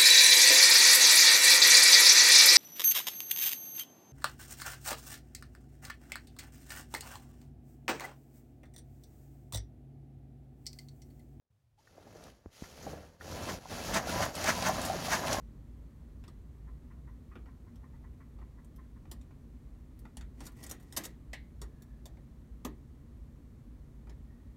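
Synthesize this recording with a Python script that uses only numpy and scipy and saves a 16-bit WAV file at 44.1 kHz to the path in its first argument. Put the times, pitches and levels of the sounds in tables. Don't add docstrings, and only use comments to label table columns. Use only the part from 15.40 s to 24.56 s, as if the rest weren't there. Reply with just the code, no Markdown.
import sys
import numpy as np
from scipy import signal
from scipy.fft import rfft, irfft, next_fast_len
from scipy.io import wavfile
from scipy.ndimage import uniform_filter1d

SR = 44100
rng = np.random.default_rng(int(sys.argv[2]) if len(sys.argv) > 2 else 0)


def generate_wav(sig):
    pcm = np.round(np.clip(np.atleast_2d(sig).T, -1, 1) * 32767).astype(np.int16)
    wavfile.write(sys.argv[1], SR, pcm)


N = 403956

# (frequency [Hz], level [dB])
CLICK_EQ = [(1200, -44), (2600, -9), (3300, -2.5), (4100, -3.5), (5500, 0.5), (8200, -2), (9600, -2.5),
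            (10500, -10.5), (11800, -4.5), (13000, -6.5), (15800, -12.5)]
FRAME_EQ = [(200, -38), (480, 3.5), (700, 3.5), (950, 4), (1250, 1.5), (1420, -4.5), (1550, -4),
            (1900, -6.5), (2400, -6.5), (3300, -12.5), (5500, -25), (10000, -70)]
PANE_EQ = [(70, -45.5), (180, -5), (290, 0.5), (370, -2.5), (500, -16), (900, -26), (2500, -85)]


def amp(db):
    return 10 ** (np.asarray(db) / 20)


def unit(x):
    return x / np.sqrt(np.mean(x ** 2) + 1e-20)


def along(points, hz):
    freqs, values = np.transpose(points)
    return np.interp(np.log(hz + 1), np.log(freqs), values)


def add(track, s, sound):
    part = track[round(s * SR):][:len(sound)]
    part += sound[:len(part)]


def fade(t, t60):
    return np.exp(-np.log(1000) * t / t60)


def coloured(x, eq, tilt_db=0):
    size = 2 * next_fast_len(len(x) // 2 + 4096)
    hz = np.fft.rfftfreq(size, 1 / SR)
    octaves = np.log2(np.maximum(hz, 2000) / 2000)
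    cepstrum = irfft(np.log(amp(along(eq, hz) + tilt_db * octaves)), size)
    cepstrum[1:size // 2] *= 2
    cepstrum[size // 2 + 1:] = 0
    return irfft(rfft(x, size) * np.exp(rfft(cepstrum)), size)[:len(x)]


def room_tone():
    # (frequency [Hz], level [dB])
    hum_eq = [(20, -22.5), (32, -19), (47, -5.5), (58, 2.5), (70, -7.5), (88, -10.5), (122, -15.5),
              (136, -10), (155, -15.5), (212, -21), (233, -13.5), (285, -21.5), (420, -31.5), (700, -44.5),
              (1500, -77)]
    air_eq = [(200, -11.5), (500, 2.5), (750, -3), (1080, -2.5), (1550, -9), (1850, -7.5), (2700, -14.5),
              (4400, -16), (4900, -19.5), (6000, -17.5), (9300, -19.5), (10400, -22.5), (11500, -19.5),
              (15800, -24)]
    hum = amp(-49) * unit(coloured(rng.standard_normal(N), hum_eq))
    air = amp(-72) * unit(coloured(rng.standard_normal(N), air_eq))
    return hum + air


def room_reverb(x, predelay_s=.0067):
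    # (frequency [Hz], t60 [s])
    decays = [(200, 0.42), (2000, .28), (12000, 0.13)]
    hz, t, noise = signal.stft(rng.standard_normal(SR // 2), SR, nperseg=256)
    tail = signal.istft(noise * fade(t, along(decays, hz)[:, None]), SR, nperseg=256)[1]
    response = np.pad(tail / np.linalg.norm(tail), (int(predelay_s * SR), 0))
    return signal.fftconvolve(x, response)[:N]


def whistles(width_hz=90):
    # (time [s], length [s], pitch [Hz], level [dB])
    cues = [(6.25, 0.45, 1700, -79.5), (8.76, 0.4, 1860, -81)]
    out = np.zeros(N)
    for s, length, hz, db in cues:
        band = signal.butter(2, [hz - width_hz / 2, hz + width_hz / 2], "bandpass", fs=SR, output="sos")
        tone = unit(signal.sosfilt(band, rng.standard_normal(SR)))[:int(length * SR)]
        add(out, s, amp(db) * tone * np.hanning(len(tone)) ** .5)
    return out


def chirps(length_s=.0502, arch=.17, glide_spread=.202, waver=.09, rasp=.65, octave_db=-9.5):
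    # (time [s], relative level [dB], pitch [Hz])
    cues = [(1.273, -56, 965), (1.505, -57.5, 1170), (1.676, -55, 987), (1.916, -54, 1160),
            (2.081, -57, 1064), (2.27, -59, 1040), (2.433, -55.5, 980), (2.534, -60, 894),
            (2.641, -57, 1020), (2.804, -56, 1047), (3.017, -55.5, 1040), (3.179, -56, 977),
            (3.385, -56, 982), (3.561, -63, 1040)]
    # (frequency [Hz], level [dB])
    muffled_eq = [(600, -36), (880, -1), (1080, 5.5), (1350, 2.5), (1600, -2), (1950, 6), (2200, -20),
                  (2700, -32), (4500, -47)]
    out = np.zeros(N)
    progress = np.arange(int(length_s * SR)) / SR / length_s
    swell = np.sin(np.pi * progress ** .5) ** 2
    for s, db, hz in cues:
        jitter = unit(uniform_filter1d(rng.standard_normal(len(progress)), size=40))
        glide = rng.normal(0, glide_spread) * (progress - .5)
        pitch = hz * (1 + arch * (np.sin(np.pi * progress) - .7) + glide + waver * jitter)
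        phase = 2 * np.pi * np.cumsum(pitch) / SR
        tone = unit(np.sin(phase) + amp(octave_db) * np.sin(2 * phase))
        hoarse = unit(coloured(rng.standard_normal(len(progress)), muffled_eq))
        voice = np.sqrt(1 - rasp ** 2) * tone + rasp * hoarse
        add(out, s - .005, amp(db - 7.5) * swell * voice)
    return out


def slipping(contact_s, count=7):
    span = max(contact_s, .0002) * SR
    catches = (span * np.r_[0, rng.random(count - 1)]).astype(int)
    return np.bincount(catches, rng.uniform(.51, 1, count) * rng.choice([-1, 1], count))


def struck(drive, eq, t60, spike, tilt_db=0):
    t = np.arange(SR // 2) / SR
    modes = rng.standard_normal(len(t)) * fade(t, t60)
    modes[0] += spike * np.linalg.norm(modes)
    hit = signal.fftconvolve(coloured(modes, eq, tilt_db), drive)[:len(t)]
    return hit / np.sqrt(np.sum(hit ** 2) / (.03 * SR))


def window_resonance(x):
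    # (frequency [Hz], width [Hz], gain [dB])
    peaks = [(1240, 22, -3.5), (1410, 53, 1.5), (1910, 65, 2.5), (3650, 54, 1), (4520, 32, 6.5),
             (5150, 39, -8.5), (5540, 80, -4), (6930, 49, 1), (7150, 64, -5), (8200, 70, -6), (8440, 63, 0),
             (9750, 57, -1)]
    return x + sum(amp(db) * signal.lfilter(*signal.iirpeak(hz, hz / width, fs=SR), x)
                   for hz, width, db in peaks)


def contact(contact_s, click_db, knock_db, thud_db, ring_db, tilt_db,
            click_t60=.07, knock_t60=.14, ring_t60=.2):
    # (frequency [Hz], level [dB])
    ring_eq = [(900, -59), (1350, -33), (1640, -7), (1900, -2), (2190, -9.5), (2480, -15), (4200, -16),
               (9000, -75.5)]
    slips = slipping(contact_s)
    t = np.arange(SR // 100) / SR
    push = np.exp(-t / .00093) * rng.standard_normal(len(t))
    snap = (.0019 / max(contact_s, .0003)) ** .19
    click = struck(slips, CLICK_EQ, click_t60, spike=.5 * snap, tilt_db=tilt_db)
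    knock = struck(slips, FRAME_EQ, knock_t60, spike=.39, tilt_db=min(tilt_db, 0))
    thud = struck(push, PANE_EQ, t60=.27, spike=.2)
    ring = struck([1], ring_eq, ring_t60, spike=.12)
    attack = window_resonance(amp(click_db) * click + amp(knock_db) * knock)
    return amp(-1) * attack + amp(thud_db) * thud + amp(ring_db) * ring


def scuffle(grains_per_s=4000, ring_hz=1890, ring_width_hz=100):
    # (time [s], gain [dB])
    effort_curve = [(4.95, -15), (5.0, 2), (5.06, 6.5), (5.12, -16), (5.19, 6), (5.3, 8), (5.39, -6.5),
                    (5.5, -4), (5.62, 13), (5.7, -2), (5.76, -18)]
    t = np.arange(N) / SR
    effort = amp(np.interp(t, *np.transpose(effort_curve), left=-np.inf, right=-np.inf))
    grains = (rng.random(N) < grains_per_s / SR) * rng.standard_normal(N)
    ring = signal.lfilter(*signal.iirpeak(ring_hz, ring_hz / ring_width_hz, fs=SR), grains)
    rustle = sum(amp(db) * unit(coloured(grains, eq))
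                 for eq, db in [(CLICK_EQ, -74), (FRAME_EQ, -73), (PANE_EQ, -68.5)])
    return effort * (rustle + amp(-75) * unit(ring))


def skitter(start_s=4.98, end_s=5.5, count=12, db=-71, spread_db=3):
    out = np.zeros(N)
    for k, (late, accent) in enumerate(rng.uniform(-1, 1, (count, 2))):
        s = start_s + (end_s - start_s) * (k + 1 + late / 2) / (count + 2)
        tick = contact(.005, click_db=-1.5, knock_db=-2.5, thud_db=5.5, ring_db=-10, tilt_db=7)
        add(out, s, amp(db + spread_db * accent) * tick)
    return out


def bumps():
    # (time [s], level [dB])
    cues = [(1.955, -57), (2.058, -65.5), (2.986, -67), (3.014, -69.5), (3.654, -66.5), (3.908, -68),
            (4.653, -59), (6.771, -66.5), (8.671, -65)]
    out = np.zeros(N)
    for s, db in cues:
        bump = contact(.0022, click_db=-18.5, knock_db=-.5, thud_db=4.5, ring_db=-29, tilt_db=-6.5)
        add(out, s, amp(db) * bump)
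    return out


def taps(even_hardness=.42):
    # (time [s], level [dB], hardness [0-1])
    cues = [(0.839, -68, 0.24), (0.879, -64.5, 0.37), (2.358, -75, 0.5), (3.247, -77, 0.92),
            (3.362, -77, 0.94), (3.714, -56.5, 0.74), (3.813, -74, 0.5), (4.591, -74, 1), (4.77, -57, 0.63),
            (4.81, -64, 0.32), (5.005, -58, 0.37), (5.525, -59, 0.73), (6.216, -55.5, 0.57),
            (6.422, -70.5, 0.86), (6.656, -60.5, 0.64), (8.695, -66.5, 0.28)]
    out = np.zeros(N)
    for s, db, hardness in cues:
        hard, force_db = hardness - even_hardness, db + 60
        click_db, knock_db = 12.5 * hard, -12.5 * hard
        contact_s = .0022 * amp(force_db) ** .4 * np.exp(-1.5 * hard)
        thud_db = knock_db + 3 + .313 * force_db
        tap = contact(contact_s, click_db, knock_db, thud_db,
                      ring_db=knock_db - 6.5, tilt_db=15.5 * hard - 2.5)
        add(out, s, amp(db) * tap)
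    return out


def scrapes():
    # (time [s], level [dB], contact time [s])
    cues = [(5.037, -67, .008), (5.053, -59.5, .0056), (5.065, -53, 0.0032), (5.229, -59, .003),
            (5.237, -52.5, 0.0031), (5.265, -56, 0.0027), (5.294, -53, 0.0058), (5.312, -46, .0028),
            (5.5651, -42, .0041), (5.5702, -36, .005), (5.637, -49.5, 0.0088), (5.652, -47.5, 0.0039)]
    out = np.zeros(N)
    for s, db, contact_s in cues:
        stroke = contact(contact_s, click_db=.5, knock_db=-8.5, thud_db=-11.5, ring_db=-13.5, tilt_db=2,
                         click_t60=.058, ring_t60=.26)
        add(out, s, amp(db) * stroke)
    return out


def ringing_hit(at_s=5.932, hit_db=-52.5, glass_db=-47, attack_s=.003):
    # (frequency [Hz], relative level [dB], t60 [s])
    glass_modes = [(1935, 0, 0.09), (2010, -10, 0.21), (2067, -7, 0.29), (2213, -14, 0.41),
                   (2950, -20, 0.2), (3435, -22, 0.18), (4011, -19, 0.25)]
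    out, t = np.zeros(N), np.arange(SR // 2) / SR
    hit = contact(.004, click_db=-1.5, knock_db=0, thud_db=-16, ring_db=4.5, tilt_db=-4,
                  click_t60=.08, ring_t60=.18)
    glass = sum(amp(db) * fade(t, t60) * np.sin(2 * np.pi * (hz * t + rng.random()))
                for hz, db, t60 in glass_modes)
    onset = 1 - np.exp(-t / attack_s)
    add(out, at_s, amp(hit_db) * hit + amp(glass_db) * onset * glass)
    return out


def heavy_knock(at_s=7.248, db=-43.5):
    out = np.zeros(N)
    blow = contact(.0025, click_db=-4.5, knock_db=-1, thud_db=5, ring_db=-14.5, tilt_db=0,
                   click_t60=.066, knock_t60=.12)
    add(out, at_s, amp(db) * blow)
    return out


def scene():
    hum, calls = room_tone(), chirps()
    woodpecker = taps() + bumps() + scrapes() + ringing_hit() + heavy_knock() + scuffle() + skitter()
    reverb = amp(-20) * room_reverb(woodpecker) + amp(-9) * room_reverb(calls)
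    return (hum + whistles() + reverb + calls + woodpecker)[None]


def record(dry, cutoff_hz=15800):
    return signal.sosfilt(signal.ellip(12, .1, 80, cutoff_hz, fs=SR, output="sos"), dry)


dry = scene()
out = record(dry)
generate_wav(out)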